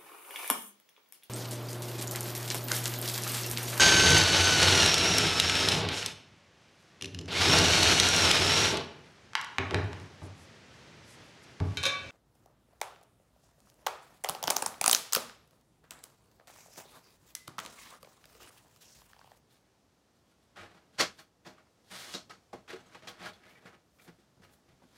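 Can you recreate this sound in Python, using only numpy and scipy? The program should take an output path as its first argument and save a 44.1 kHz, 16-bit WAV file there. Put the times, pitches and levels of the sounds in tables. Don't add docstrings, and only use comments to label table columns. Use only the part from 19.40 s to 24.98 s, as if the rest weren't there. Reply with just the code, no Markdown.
import sys
import numpy as np
from scipy import signal
from scipy.fft import rfft, irfft
from scipy.io import wavfile
from scipy.ndimage import uniform_filter1d

SR = 44100
rng = np.random.default_rng(int(sys.argv[2]) if len(sys.argv) > 2 else 0)


def decibels_to_gain(level_db):
    exponent = np.asarray(level_db, float) / 20
    return 10 ** exponent


def transcribe(signal):
    frames = np.atleast_2d(signal).T
    limited = np.clip(frames, -1, 1)
    pcm = np.round(limited * 32767).astype(np.int16)
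    wavfile.write(sys.argv[1], SR, pcm)


N = 245962


def band(x, hz, width):
    return signal.lfilter(*signal.iirpeak(min(hz, 0.45 * SR), hz / width, SR), x)


def wide_band(x, hz, width):
    return band(band(x, hz, width), hz, width)


def unit(x):
    return x / np.sqrt(np.mean(x ** 2))


def walk(rate):
    hold = int(SR / rate)
    levels = np.repeat(rng.standard_normal(N // hold + 1), hold)
    return 0.95 * uniform_filter1d(levels, hold)[:N]


def grit(per_s, spread_db):
    chance, luck = rng.random((2, N))
    size_db = np.minimum(-spread_db * np.log(1 - luck), 3 * spread_db)
    size = (chance < per_s / SR) * decibels_to_gain(size_db)
    push = size * rng.choice([-1, 1], size=(4, N))
    for lag in (5, 13):
        taps = np.r_[0.6, np.zeros(lag - 1), 1]
        push = signal.lfilter(taps, taps[::-1], push)
    return unit(push)


def body(x, modes, top_hz):
    ring, power = 0, 0
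    for k, (hz, width, db) in enumerate(modes):
        ring = ring + (-1) ** k * decibels_to_gain(db) * band(x, hz, width)
        power += decibels_to_gain(db) ** 2 * np.pi * width / SR
    return signal.lfilter(*signal.butter(1, top_hz, fs=SR), ring) / np.sqrt(power)


# (frequency [Hz], width [Hz], level [dB])
BASE_MODES = [(120, 56, -1.5), (211, 45, 3), (330, 89, 0), (507, 140, -1.5), (628, 42, 4), (864, 310, -1.5)]


def trimmer(force, modes, bright_modes, hiss_hz):
    touched = body(force[0], modes, 4500)
    rim = body(force[1], bright_modes, 7300)
    edge = 0.69 * wide_band(force[2], hiss_hz, hiss_hz)
    base = body(force[3], BASE_MODES, 730)
    return touched + rim + edge + base


def strokes(rows, hiss_db, rumble_db):
    gain, t = np.zeros((4, N + SR)), np.arange(-SR // 2, SR // 2) / SR
    for s, db, swell_s, fade_s, bright_db in rows:
        under = -20 * np.maximum(-t / swell_s, t / fade_s)
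        hiss = 0.83 * under + hiss_db + 1.5 * bright_db
        rumble = 0.71 * under + rumble_db - 0.15 * bright_db
        start = int(s * SR)
        gain[:, start:start + SR] += decibels_to_gain(db + np.array([under, under + bright_db, hiss, rumble]))
    return gain[:, SR // 2:SR // 2 + N]


# (frequency [Hz], width [Hz], level [dB])
SLIDE_MODES = [(3180, 970, 3.5), (4540, 2700, 6), (6660, 13000, -4)]


def scrape(gain, modes, hiss_hz, per_s, spread_db, flicker_db):
    force = gain * grit(per_s, spread_db) * decibels_to_gain(flicker_db * walk(70))
    return trimmer(force, modes, SLIDE_MODES, hiss_hz)


def rings(blows, push_s):
    out, t = np.zeros(N + SR), np.arange(SR // 4) / SR
    for s, db, hz, t60, partner_db in blows:
        push = rng.standard_normal(len(t)) * t * np.exp(-t / push_s)
        width = np.log(1000) / (np.pi * t60)
        ring = band(push, hz, width)
        ring += decibels_to_gain(partner_db) * band(push, 0.74 * hz, width)
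        ring += 0.65 * band(push, 1.2 * hz, width)
        start = int((s - push_s / 2) * SR)
        out[start:start + len(t)] += decibels_to_gain(db) * ring / np.abs(ring).max()
    return out[:N]


# (frequency [Hz], level per Hz [dB])
HUM_COLOUR = [(15, -61), (25, -41.5), (55, -4.5), (113, -3.5), (193, -4.5), (240, -4.5), (411, -9),
              (704, -11), (805, -13), (946, -14.5), (2240, -23), (5740, -23.5), (15500, -38)]
# (time [s], level [dB])
HUM_DUCKING = [
    (0, 0.9),
    (1.55, 2.4),
    (1.902, -0.5),
    (2.45, 3.5),
    (3.05, 3.5),
    (4.449, 1),
    (5.58, 2.5),
]


def hum():
    hz, db = np.transpose(HUM_COLOUR)
    f = np.arange(N // 2 + 1) * SR / N + 1
    colour = decibels_to_gain(np.interp(np.log(f), np.log(hz), db))
    air = irfft(rfft(rng.standard_normal(N)) * colour, N)
    waver = band(air, 200, 500) * (decibels_to_gain(1.5 * walk(6)) - 1)
    ducking = np.interp(np.arange(N) / SR, *np.transpose(HUM_DUCKING))
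    return decibels_to_gain(-70.5 + ducking) * unit(air + waver)


# (crest time [s], peak level [dB], swell [s], fade [s])
FINGER_WHISKS = [
    (.13, -77, .05, 0.14),
    (1.8, -65.5, 0.041, 0.06),
    (2.075, -68.5, .03, 0.055),
    (2.6, -64.5, 0.12, 0.19),
    (3.69, -57.5, .02, 0.032),
    (4.11, -76, .1, 0.17),
    (4.648, -66.5, 0.124, 0.072),
    (5.045, -74, 0.022, .04),
    (5.135, -69, .05, .06),
]


def whisks():
    gain = strokes([(*whisk, 0) for whisk in FINGER_WHISKS], 0, 0)[0]
    hiss = wide_band(rng.standard_normal(N), 11300, 13000)
    return gain * unit(hiss) * decibels_to_gain(2.0 * walk(40))


# (frequency [Hz], width [Hz], level [dB])
CARD_MODES = [(1236, 490, 6.3), (2040, 1510, 5)]
# (crest time [s], peak level [dB], swell [s], fade [s], brightness [dB])
CARD_RUSTLES = [(.146, -74.5, 0.093, 0.084, 8.5), (.25, -79.5, 0.16, 0.5, -5), (.76, -81.5, .03, .05, 8),
                (.914, -75.5, 0.053, 0.028, 9), (1.032, -81, 0.04, 0.054, 9.5),
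                (1.745, -71, .02, 0.0466, 8), (1.792, -59.5, 0.037, 0.067, 1.5),
                (4.035, -62.5, 0.045, 0.066, -13), (4.105, -64.5, 0.11, 0.077, 3.5),
                (4.165, -63, 0.057, .12, -9), (4.262, -56.5, 0.0417, 0.068, -3),
                (4.335, -62, 0.09, 0.058, -14), (4.606, -70, 0.034, 0.054, 5.5),
                (4.648, -73.5, 0.037, 0.058, 10.5), (4.69, -58.5, 0.043, 0.035, -37),
                (4.81, -76, 0.278, 0.14, 5.5), (5.038, -58.5, 0.025, 0.047, 0.5),
                (5.108, -69.5, 0.059, .07, 0), (5.14, -77.5, .03, 0.045, 7), (5.3, -71, 0.094, 0.14, -2),
                (5.4, -76, 0.0099, .03, -16), (5.435, -80, 0.056, 0.041, -16.5),
                (5.47, -84, 0.13, .2, 11.5), (5.545, -66, 0.05, 0.23, 4.5)]


def rustles():
    gain = strokes(CARD_RUSTLES, hiss_db=-10.5, rumble_db=-3)
    return scrape(gain, CARD_MODES, hiss_hz=8856, per_s=5000, spread_db=4.0, flicker_db=3.0)


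# (time [s], peak level [dB], ring [Hz], ring t60 [s])
CARD_FLICKS = [(.9158, -68, 1384, 0.04), (1.21, -46, 1950, 0.017), (1.598, -21, 4510, .01),
               (1.606, -24.5, 5300, 0.013), (1.597, -24, 1710, .015), (1.7885, -48, 1070, 0.018),
               (2.1813, -52, 1170, .021), (2.2687, -66.5, 1020, 0.024), (2.7462, -30.5, 3860, 0.021),
               (2.9073, -39.5, 1320, 0.0087), (3.4057, -61, 6350, .012), (3.464, -59.5, 6470, 0.0103),
               (3.481, -65, 6300, .012), (3.553, -46.5, 930, .012), (3.683, -39.5, 3320, 0.0103),
               (3.857, -36.5, 1360, 0.049), (3.934, -49, 3300, .007), (4.0344, -53, 1710, 0.011),
               (4.0744, -55, 1720, 0.047), (4.1044, -54.5, 2200, 0.027), (4.152, -54, 1900, 0.047),
               (4.1794, -59, 1970, .025), (4.3218, -55, 1250, 0.056), (4.5954, -53.5, 1950, 0.016),
               (5.0335, -53.5, 1410, .025)]


def flicks():
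    return rings([(*flick, -18) for flick in CARD_FLICKS], push_s=0.0045)


# (frequency [Hz], width [Hz], level [dB])
ARM_MODES = [(850, 150, 3), (926, 240, 4), (1432, 1340, 7.5), (1725, 1300, -3.5), (2100, 1400, -11)]
RAIL_MODES = [(2820, 1700, -7), (3487, 530, 3), (3960, 460, 4), (4410, 670, 5), (5400, 880, 3.5),
              (6650, 2700, -2)]
# (time [s], arm peak level [dB], base share [dB], rail share [dB], dying t60 [s])
ARM_TAPS = [(1.1603, -45.5, -29, -23, 0.44), (1.3468, -56, 6.5, -10, 0.122), (1.585, -34.5, -9.5, -1, 0.23),
            (2.05, -52.5, -8, -10.5, 0.145), (2.1812, -62, -17.5, -15, 0.12), (2.7385, -35.5, -2, 7, 0.21),
            (2.8965, -44.5, -3, 0, 0.23), (3.1301, -46.5, 7, -4.5, 0.246), (3.279, -43.5, -9, -10, 0.27),
            (3.5474, -40.5, -3, -12.5, 0.13), (3.6229, -50.5, 0.5, -11, 0.68),
            (3.673, -37, -9.5, -1.5, 0.18), (4.2576, -48, -18.5, -21, 0.18), (4.586, -57, -18, -8, .15),
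            (4.678, -51, -8, -4.5, .12), (5.0335, -55.5, -8.5, -7, .12), (5.096, -60, -10, -9, 0.18)]
ARM_LANDINGS = [
    (1.574, -30, -6, -1, 0.26),
    (1.588, -21.5, -5.5, 2.5, .12),
    (1.772, -47.5, -7.5, 1, 0.13),
    (2.044, -45, 1.5, -1.5, 0.23),
]


def clacks():
    force, t = np.zeros((4, N + SR)), np.arange(SR // 2) / SR
    for blows, rise_s in ((ARM_TAPS, 0.0032), (ARM_LANDINGS, 0.0258)):
        for s, db, base_db, rail_db, t60 in blows:
            rise = np.minimum(t / rise_s, 1) ** 2
            decay = decibels_to_gain(-60 * np.maximum(t - rise_s, 0) / t60)
            shares = decibels_to_gain([[0], [rail_db], [rail_db - 24.5], [base_db]])
            start = int((s - 0.003) * SR)
            force[:, start:start + len(t)] += decibels_to_gain(db - 4.0) * shares * rise * decay
    edge_lag_s = 0.006
    lag = np.exp(-1 / (edge_lag_s * SR))
    force[2] = signal.lfilter([1 - lag], [1, -lag], force[2])
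    force = force[:, :N] * grit(per_s=8000, spread_db=2.0) * decibels_to_gain(0.66 * walk(180))
    return trimmer(force, ARM_MODES, RAIL_MODES, 8000)


# (crest time [s], peak level [dB], swell [s], fade [s], brightness [dB])
PLASTIC_DRAGS = [(1.17, -49.5, 0.0058, 0.24, -13), (1.201, -55, 0.057, 0.055, -7),
                 (1.26, -59.5, .04, 0.0167, -8), (1.3, -89, .05, 0.057, -12.5),
                 (1.35, -84, 0.0195, 0.049, 20), (1.552, -69, 0.03, 0.12, 6.5),
                 (2.09, -70, .01, 0.081, 2.5), (2.182, -62, 0.063, 0.076, -43), (2.27, -82, 0.069, .1, -13),
                 (3.29, -44.5, 0.005, 0.12, -3.5), (3.344, -52.5, 0.036, 0.055, -20),
                 (2.69, -61, 0.11, 0.13, -33), (3.54, -63, 0.113, 0.0149, -3),
                 (3.602, -59.5, 0.12, 0.29, -5), (3.74, -84.5, 0.0134, 0.18, -9.5),
                 (3.8, -52, 0.021, 0.16, -14), (3.862, -42, 0.076, 0.074, -3), (3.94, -67, 0.027, 0.11, 4),
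                 (3.46, -70, 0.017, 0.12, -2)]


def drags():
    gain = strokes(PLASTIC_DRAGS, hiss_db=-22.5, rumble_db=-8)
    return scrape(gain, ARM_MODES, hiss_hz=7500, per_s=7000, spread_db=3.0, flicker_db=3.1)


# (time [s], peak level [dB], frequency [Hz])
TABLE_BOOMS = [(1.187, -58, 98), (1.601, -64, 86.8), (1.603, -45.5, 216), (2.751, -76, 88),
               (3.13, -55, 218), (3.68, -65, 111.5), (3.851, -68, 89), (4.998, -64.5, 96.7),
               (3.331, -66, 96), (3.79, -61, 170), (4.69, -67, 110), (5.299, -66, 132), (2.505, -59.5, 192)]


def booms():
    out, t = np.zeros(N + SR), np.arange(SR // 4) / SR
    for s, db, hz in TABLE_BOOMS:
        swell = t * hz / 3 * np.exp(1 - t * hz / 3)
        swing = np.sin(2 * np.pi * hz * t) + 0.31 * np.sin(2 * np.pi * 0.3 * hz * t)
        start = int(s * SR)
        out[start:start + len(t)] += decibels_to_gain(db) * swell * swing
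    return out[:N]


# (time [s], peak level [dB], ring [Hz], ring t60 [s], lower partner level [dB])
BASE_KNOCKS = [(1.188, -73.5, 113, 0.06, -12.5), (1.6, -24, 588, 0.02, -41), (2.062, -50, 620, 0.06, -18.5),
               (2.747, -42, 476, 0.079, -5), (3.132, -35, 658, 0.038, -13),
               (3.331, -36.5, 378.7, 0.13, -12), (2.748, -38, 290, 0.066, -8),
               (3.681, -49.5, 490, 0.11, -16), (3.829, -45.5, 600, 0.078, -27.5),
               (4.254, -46, 185, 0.028, -7), (4.678, -48, 230, 0.139, 4), (4.971, -56, 129, 0.076, -10),
               (5.287, -52, 132, 0.018, -9.5), (5.42, -55, 750, 0.03, 0), (3.133, -38, 377, 0.091, -7),
               (3.155, -48, 427, 0.051, 1), (3.8, -52, 194.4, .12, -20), (4.785, -59.5, 281, 0.054, -9),
               (5.435, -52.5, 249, 0.054, -3), (4.995, -55, 167, 0.098, -14.5)]


def knocks():
    return rings(BASE_KNOCKS, push_s=0.004)


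SLAM_CRACK_S = [
    1.603,
    1.6093,
    1.616,
]
SLAM_CRACK_DB = [-19, -15, -19]


def slam_cracks():
    cracks = np.zeros(N)
    cracks[(np.array(SLAM_CRACK_S) * SR).astype(int)] = -decibels_to_gain(np.array(SLAM_CRACK_DB))
    return 5.5 * wide_band(cracks, 3000, 6000)


# (frequency [Hz], width [Hz], level [dB])
BLADE_MODES = [(1300, 1430, -25), (1850, 280, -16.5), (2170, 630, -26)]
# (time [s], pressure level [dB], rail share [dB])
BLADE_CUT = [
    (2.44, -82.5, 13),
    (2.496, -68, 7),
    (2.512, -46, -0.5),
    (2.562, -47, 4.5),
    (2.63, -48.5, 5),
    (2.698, -50, 5.5),
    (2.736, -52, 10.5),
    (2.767, -64, 14),
]


def cut():
    t = np.arange(N) / SR
    s, db, rail_db = np.transpose(BLADE_CUT)
    on = np.clip(np.minimum(t - s[0], s[-1] - t) / 0.0033, 0, 1)
    pressure = on * decibels_to_gain([np.interp(t, s, db + share_db) for share_db in (0, rail_db, -1.5, -9)])
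    return scrape(pressure, BLADE_MODES, hiss_hz=7680, per_s=14000, spread_db=4.5, flicker_db=0.95)


def room(x):
    t60, level_db = 0.14, -9
    t = np.arange(SR // 2) / SR
    tail = rng.standard_normal(len(t)) * (t > 0.004)
    dull = signal.lfilter([0.3], [1, -0.7], tail)
    treble = 0.4 * (tail - dull)
    tail = dull * decibels_to_gain(-60 * t / t60) + treble * decibels_to_gain(-60 * t / (1.38 * t60))
    return x + decibels_to_gain(level_db) * signal.fftconvolve(x, tail / np.sqrt(np.sum(tail ** 2)))[:N]


def scene():
    plastic = rustles() + flicks() + clacks() + drags() + knocks() + slam_cracks() + cut()
    plastic = signal.lfilter(*signal.butter(2, 86, "high", fs=SR), plastic)
    return np.tile(room(plastic + booms() + whisks()) + hum(), (2, 1))


def band_limit(x):
    return signal.sosfilt(signal.butter(12, 15690, fs=SR, output="sos"), x)


def record(dry):
    return band_limit(dry)


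dry = scene()
out = record(dry)
transcribe(out)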